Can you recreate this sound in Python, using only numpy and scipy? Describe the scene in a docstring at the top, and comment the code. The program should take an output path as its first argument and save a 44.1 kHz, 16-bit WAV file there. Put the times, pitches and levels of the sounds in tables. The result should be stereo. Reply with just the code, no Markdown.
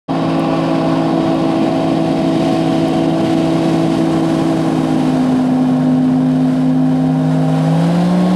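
"""A small hovercraft crosses a lake, passes a stereo microphone on the bank and throttles up going away.
Its engine drives a four-blade ducted fan through a belt, so two unrelated stacks of tones glide together.
Each source beams its own way: the balance shifts as the craft shows us its bow, its side, then its stern.
Air rushes through the duct, spray hisses, moving air makes it waver and the wooded shore echoes it.
Right at the microphone are a light breeze, a few ticks of the case and a faint electronic whistle."""
import sys
import numpy as np
from scipy import signal
from scipy.fft import rfft, irfft
from scipy.io import wavfile
from scipy.ndimage import uniform_filter1d, minimum_filter1d

SR = 44100
rng = np.random.default_rng(int(sys.argv[2]) if len(sys.argv) > 2 else 0)


def materialize(psi):
    """Save the field psi as 16-bit PCM at rate SR to the path in sys.argv[1].

    A 1-D psi becomes a single channel; in a 2-D psi each row is a channel.
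    """
    bounded = np.clip(np.atleast_2d(psi).T, -1, 1)
    quanta = np.round(bounded * 32767).astype(np.int16)
    wavfile.write(sys.argv[1], SR, quanta)


N = 368235
TIME = np.arange(N) / SR
FREQS = np.maximum(np.arange(N // 2 + 1) * SR / N, 1)


def undb(db):
    """Decibels to gain."""
    return 10 ** (np.asarray(db) / 20)

def bump(s, half_length):
    """A smooth rise to 1 at time s and back."""
    return np.exp(-((TIME - s) / half_length) ** 2)

def over_frequency(table):
    """Each column of a frequency table, bin by bin."""
    hz, *columns = np.transpose(table)
    return [np.interp(np.log(FREQS), np.log(np.sort(hz)), c) for c in columns]

def noise(colour, column=0):
    """Unit noise coloured by rows of Hz and dB, falling away steeply above the last row."""
    gain = undb(over_frequency(colour)[column]) * np.minimum(colour[-1][0] / FREQS, 1) ** 2
    x = irfft(rfft(rng.standard_normal(N)) * gain, N)
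    return x / x.std()

def walk(rate):
    """A smooth random drift of unit spread that changes about rate times a second."""
    count = 4096
    hz = np.arange(count // 2 + 1) * SR / N
    x = irfft(rfft(rng.standard_normal(count)) / (1 + (hz / rate) ** 2), count)
    return np.interp(np.linspace(0, count - 1, N), np.arange(count), x / x.std())

def tone(phase, scatter):
    """A unit tone from across the lake: a direct path plus a share scattered by ripples and moving air."""
    path = 1 + scatter * (walk(6) + 1j * walk(6))
    start = rng.uniform(0, 2 * np.pi)
    return np.sqrt(2 / (1 + 2 * scatter ** 2)) * np.real(path * np.exp(1j * (phase + start)))

def stack(phase, orders, scatter):
    """Tones locked to one turning part."""
    return sum(undb(db) * tone(order * phase, scatter) for order, db in orders)

def line_whistle(hz=15625, level_db=-75):
    """The camcorder's own electronics whistle faintly."""
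    return undb(level_db) * np.sin(2 * np.pi * hz * TIME)

def breeze(level_db):
    """Light wind rumbles right on the microphone."""
    return undb(level_db) * noise([(20, -20), (65, -1.5), (110, -2), (200, -5.5), (600, -29)])

# The camcorder's case, next to the microphone. Each row: start in seconds, peak level in dB.
CASE_TICKS = [(0.2937, -43), (0.3955, -29.5), (1.3444, -37.5), (2.528, -40), (2.533, -36), (2.885, -32)]
def case_clicks(decay_s=0.0012):
    """Tiny bright ticks of the case that die within a few milliseconds."""
    envelope = sum(undb(db) * np.exp(-np.abs(TIME - s) / decay_s) * (TIME >= s) for s, db in CASE_TICKS)
    return envelope * noise([(3000, -32), (7000, -2), (10000, 9), (15500, -9)])

# The stereo pair on the bank. Each row: frequency in Hz, left minus right in dB, left lead in radians.
PORT_BALANCE = [(50, -8, -.65), (160, -6.5, -.66), (265, -4.8, -.69), (330, -3.3, -.62), (500, -.3, -.1),
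                (700, 1.2, -.1), (1200, -.3, -.2), (1500, 0, .25), (2600, .8, -.15), (3800, 2.2, .3),
                (5200, 2, .25), (6500, 1, -.2), (8000, .3, 0), (15000, 0, 0)]
def microphone_ports(x):
    """Close-set ports turn a small delay into a level and phase difference, mostly in the bass."""
    pan_db, lead = over_frequency(PORT_BALANCE)
    left = undb(pan_db / 2) * np.exp(.5j * lead)
    pair = np.array([left, 1 / left])
    return irfft(rfft(x) * pair / np.abs(pair.mean(axis=0)), N)

def shore_echo(x, t60_s=0.48, delay_s=0.04, level_db=-13):
    """A diffuse echo from the trees along the shore, different at each port."""
    t = TIME[:SR]
    tail = rng.standard_normal((2, SR)) * undb(-60 * t / t60_s) * (t > delay_s)
    tail /= np.sqrt(np.sum(tail ** 2, axis=1, keepdims=True))
    # leaves scatter the shorter waves and let the bass through
    scattered = signal.sosfilt(signal.butter(1, [600, 12000], "bandpass", fs=SR, output="sos"), x)
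    return undb(level_db) * signal.fftconvolve(scattered[None], tail, axes=1)[:, :N]

# The craft seen from the bank. Each row: time in seconds, angle off the bow in degrees.
VIEW_ANGLES = [(0.1, 9.8), (0.9, 24.2), (4.6, 64.8), (5.3, 84.6), (6.8, 104.6), (8.35, 139.7)]
def heading():
    """The side that faces the microphone: 0 degrees is the bow, 90 broadside, 180 the stern."""
    return np.interp(TIME, *np.transpose(VIEW_ANGLES))

def towards_bank(beam):
    """Gain of a source as its flat-topped lobes (+dB) and shadows (-dB) sweep over the microphone."""
    all_round_db, lobes = beam
    angle = heading()
    return undb(all_round_db + sum(db * np.exp(-((angle - aim) / width) ** 4) for aim, width, db in lobes))

def bow_to_stern(colour, bow_deg=16.7, stern_deg=105):
    """Unit noise that passes from its bow colour to its stern colour as the craft goes by."""
    stern = np.clip((heading() - bow_deg) / (stern_deg - bow_deg), 0, 1)
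    return np.sqrt(1 - stern) * noise(colour) + np.sqrt(stern) * noise(colour, column=1)

# The treble at the bank. Each row: centre in seconds, half-length in seconds, change in dB.
TREBLE_SWELLS = [(0.1, 0.16, -1), (1.15, 0.097, 0.5), (2.488, 0.15, 3), (3.1, 0.11, -1.5),
                 (3.363, 0.12, 1.8), (3.78, 0.33, 1.9), (4.073, 0.067, -2.5), (4.343, 0.092, 1.1),
                 (6.55, 0.14, 1.5), (6.78, .08, -1.5)]
def treble_swell():
    """A gain that makes the treble swell or sink briefly."""
    return undb(sum(db * bump(s, half) for s, half, db in TREBLE_SWELLS))

# Spray out on the lake. Each row: frequency in Hz, relative dB from the bow, then from the stern.
SPRAY_COLOUR = [(3500, -15, -15), (5500, 2.5, 0), (6160, 4.5, 1.5), (7060, 1, -1.5), (8440, 2.5, 1.5),
                (9100, -2.5, -4), (10200, -0.5, -1), (11300, -7.5, -6), (13000, -16, -17),
                (14500, -21, -25), (15800, -21, -27)]
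# Every PATTERN is an all-round level in dB, then lobes.
# Each row: direction off the bow in degrees, half-width in degrees, gain in dB.
SPRAY_PATTERN = -43.5, [(102.5, 17.7, -7.3)]
def spray(far_loss_db=6, approach_s=4.1):
    """Spray hisses; the air swallows some of it at a distance, less as the craft draws near."""
    far = np.clip(1 - TIME / approach_s, 0, 1)
    return bow_to_stern(SPRAY_COLOUR) * towards_bank(SPRAY_PATTERN) * undb(-far_loss_db * far)

# The hiss of the air stream. Each row: frequency in Hz, relative dB from the bow, then from the stern.
HISS_COLOUR = [(1100, -30, -22), (1500, -9, -7), (1880, 1, 2.5), (2220, 0.5, 0.5), (2730, 1, -1.5),
               (3070, 1.5, 1), (3550, -2, -3.5), (3860, -1.5, 0.5), (4000, -5, -4), (4600, -2, -4),
               (5300, -6.5, -6.5), (5560, -15, -14), (7540, -38, -31)]
# Its peaks. Each row: centre in seconds, half-length in seconds, frequency in Hz, dB against the hiss.
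HISS_BANDS = [(0.5, 0.27, 2540, -4), (1.7, 0.47, 2565, -8), (3.05, 0.33, 2940, -5)]
def air_hiss():
    """A broad hiss out of which narrow bands rise and fall on the approach."""
    band = np.sqrt(2) * noise([(90, -7), (170, -2), (400, -25)])
    peaks = sum(undb(db) * bump(s, half) * np.cos(2 * np.pi * hz * TIME) for s, half, hz, db in HISS_BANDS)
    return bow_to_stern(HISS_COLOUR) + band * peaks

# Air in the duct. Each row: frequency in Hz, relative level in dB (for the rasp: bow, then stern).
RUMBLE_COLOUR, RUSH_COLOUR, RASP_COLOUR = [(20, -32), (35, -34), (60, -18), (110, -6.5), (160, -1.5),
                                           (215, 3.5), (270, 1), (380, -4), (470, -6), (600, -15),
                                           (900, -53)], [(300, -28), (480, -10), (580, -3.5), (680, 0.5),
                                                           (800, -2), (890, -13), (1000, -26), (1200, -33),
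                                                           (2000, -51)], [(684, -20.5, -21), (870, -1, 0.5),
                                                                         (1027, 2, 2), (1077, 3.5, 0.5),
                                                                         (1168, 0.5, -8), (1205, -15, -5.5),
                                                                         (1374, -6, -4), (1730, -15, -5),
                                                                         (1695, -9, -9), (2140, -39, -28.5),
                                                                         (3000, -39, -39)]
# Broadside on, the duct wall hides the air stream from the microphone.
RUMBLE_PATTERN = -21, [(116, 26.4, -6.5), (12, 13.4, -3)]
RUSH_PATTERN = -26, [(104.3, 17, -5), (43.7, 7.4, -1.5)]
RASP_PATTERN = -31.5, [(103, 18.3, -5.5), (17, 15, 3), (40.2, 12.3, -1.5)]
def airflow(firing, blade, hiss_gain):
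    """Duct turbulence pulses with blades and firings; the breeze makes the treble flutter as one."""
    pulsing = 1 + 0.025 * np.cos(firing) + 0.031 * np.cos(blade)
    flutter = undb(0.41 * walk(6.4) + 0.88 * walk(46))
    rumble = noise(RUMBLE_COLOUR) * towards_bank(RUMBLE_PATTERN) * undb(0.92 * walk(14))
    rush = noise(RUSH_COLOUR) * towards_bank(RUSH_PATTERN) * undb(0.43 * walk(31))
    rasp = bow_to_stern(RASP_COLOUR) * towards_bank(RASP_PATTERN)
    treble = rasp + air_hiss() * hiss_gain + spray() * treble_swell()
    return rumble + pulsing * (rush + flutter * treble)

# The duct's resonances. Each row: frequency in Hz, gain in dB.
DUCT_RESPONSE = [(465, -8), (495, -2), (535, -0.5), (590, 7.5), (700, -2.5), (795, 2.5), (825, 0.5),
                 (880, -4), (935, -11.5), (1000, -13), (1075, -2), (1140, -3), (1200, -24), (1320, -16.5),
                 (1800, -23.5)]
def ducted(phase, orders, scatter):
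    """Tones that swell and fade as their pitch crosses the duct's resonances."""
    hz = np.gradient(phase) * SR / (2 * np.pi)
    duct_hz, gain_db = np.transpose(DUCT_RESPONSE)
    shaped = [(order, db + np.interp(order * hz, np.sort(duct_hz), gain_db)) for order, db in orders]
    return stack(phase, shaped, scatter)

# The weaker exhaust tones. Each row: multiple of the firing rate, relative level in dB.
EXHAUST_TONES = [(5, -4.5), (6, 1), (7, -9.5), (8, -1), (9, 1.5), (11, 1)]
EXHAUST_TONES_PATTERN = -33, [(102.5, 9.3, -8), (20, 9.2, 5.5), (42.7, 5.8, -3), (148, 15, -1.5)]
BOOM_PATTERN = -22, [(150.3, 42.4, 9), (31.7, 6.2, -4), (86, 3.4, -6)]  # leaves astern
BARK_PATTERN = -36, [(42, 41, 17.5), (66, 14, 2.2), (133.3, 6.9, 8.8)]  # goes forward
BUZZ_PATTERN = -32.5, [(93, 19.6, -6), (140, 13, 3.5)]  # weak from the side
BLARE_PATTERN = -34.5, [(36.8, 28, 10.5), (123, 13, 4.2)]  # goes forward
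def exhaust(firing, blade):
    """The engine's firing harmonics carry over the water; the fan chops the stream and adds sum tones."""
    boom = towards_bank(BOOM_PATTERN) * tone(firing, scatter=0.067)
    bark = towards_bank(BARK_PATTERN) * tone(2 * firing, scatter=0.1)
    buzz = towards_bank(BUZZ_PATTERN) * tone(3 * firing, scatter=0.12)
    blare = towards_bank(BLARE_PATTERN) * tone(4 * firing, scatter=0.09)
    chopped = sum(tone(p, scatter=0.49) for p in (firing + blade, 2 * firing + blade, firing + 2 * blade))
    overtones = ducted(firing, EXHAUST_TONES, scatter=0.14) + undb(-10) * chopped
    return boom + bark + buzz + blare + towards_bank(EXHAUST_TONES_PATTERN) * overtones

# Fan overtones and drive whine. Each row: multiple of the blade rate, relative level in dB.
FAN_TONES = [(2, 2), (3, -2), (4, -4.5), (4.251, -13)]
WHINE_TONES = [(9.53, -16), (10.55, -19.5), (11.54, -16), (12, -16.5), (14, -17.5), (14.5, -18)]
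FAN_TONES_PATTERN = -39, [(22.5, 13, 7.5), (48, 5.7, -4.5), (122, 8, 4.5)]
HUM_PATTERN = -19.5, [(95.4, 20.4, 7), (140, 13, -5), (57, 5.9, -2)]  # loudest in the plane of the fan
WOBBLE_PATTERN = -45.5, [(39.4, 18, 15)]  # strongest off the bow
def fan(blade, hiss_gain):
    """Passing blades hum, unequal blades add quarter orders, and belt and blades whine thinly."""
    hum = towards_bank(HUM_PATTERN) * tone(blade, scatter=0.066)
    overtones = towards_bank(FAN_TONES_PATTERN) * ducted(blade, FAN_TONES, scatter=0.36)
    wobble = towards_bank(WOBBLE_PATTERN) * tone(2.75 * blade, scatter=0.33)
    whine = hiss_gain * stack(blade, WHINE_TONES, scatter=0.58)
    return hum + overtones + wobble + whine

# The fan's pitch from the bank: cruise, a Doppler drop as it passes, then the throttle opens.
# Each row: time in seconds, blade-passing rate in Hz.
BLADE_RATE = [(0.1, 269.2), (2.2, 268.6), (3.7, 269.2), (4.5, 267.8), (4.75, 264.9), (5.1, 258.0),
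              (5.3, 255.5), (5.8, 254.8), (6.5, 257.1), (7.55, 260.3), (7.7, 263.6), (7.95, 283.6),
              (8.15, 295.5), (8.35, 301)]
HISS_PATTERN = -35, [(102.8, 19.7, -7.5), (67, 7, -1.5)]  # shared by hiss and whine
def hovercraft(firings_per_blade=163.4 / 268.8):
    """The belt locks engine and fan together, so one speed sets the phase of both."""
    blade_hz = np.interp(TIME, *np.transpose(BLADE_RATE)) * (1 + 0.0004 * walk(6.6))
    blade = 2 * np.pi * np.cumsum(blade_hz) / SR
    firing = firings_per_blade * blade
    hiss_gain = towards_bank(HISS_PATTERN) * treble_swell()
    return exhaust(firing, blade) + fan(blade, hiss_gain) + airflow(firing, blade, hiss_gain)

def scene():
    """From the bank: the craft out on the water, its echo in the trees, a breeze on the microphone."""
    craft = hovercraft()
    direct = microphone_ports(craft + case_clicks() + breeze(level_db=-41))
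    breeze_per_port = np.array([breeze(level_db=-47) for _ in range(2)])
    return direct + shore_echo(craft) + breeze_per_port + line_whistle()

def record(dry, start_s=0.08, fade_s=0.021, ceiling=0.82, top_hz=15750):
    """The microphone fades in quickly; a limiter ducks both channels at peaks and the top is cut."""
    opened = dry * np.clip((TIME - start_s) / fade_s, 0, 1)
    gain = ceiling / np.maximum(np.abs(opened).max(axis=0), ceiling)
    smooth_gain = uniform_filter1d(minimum_filter1d(gain, size=901), size=901)  # 20 ms windows
    lowpass = signal.ellip(10, .1, 80, top_hz, fs=SR, output="sos")
    return signal.sosfilt(lowpass, opened * smooth_gain)


dry = scene()
out = record(dry)
materialize(out)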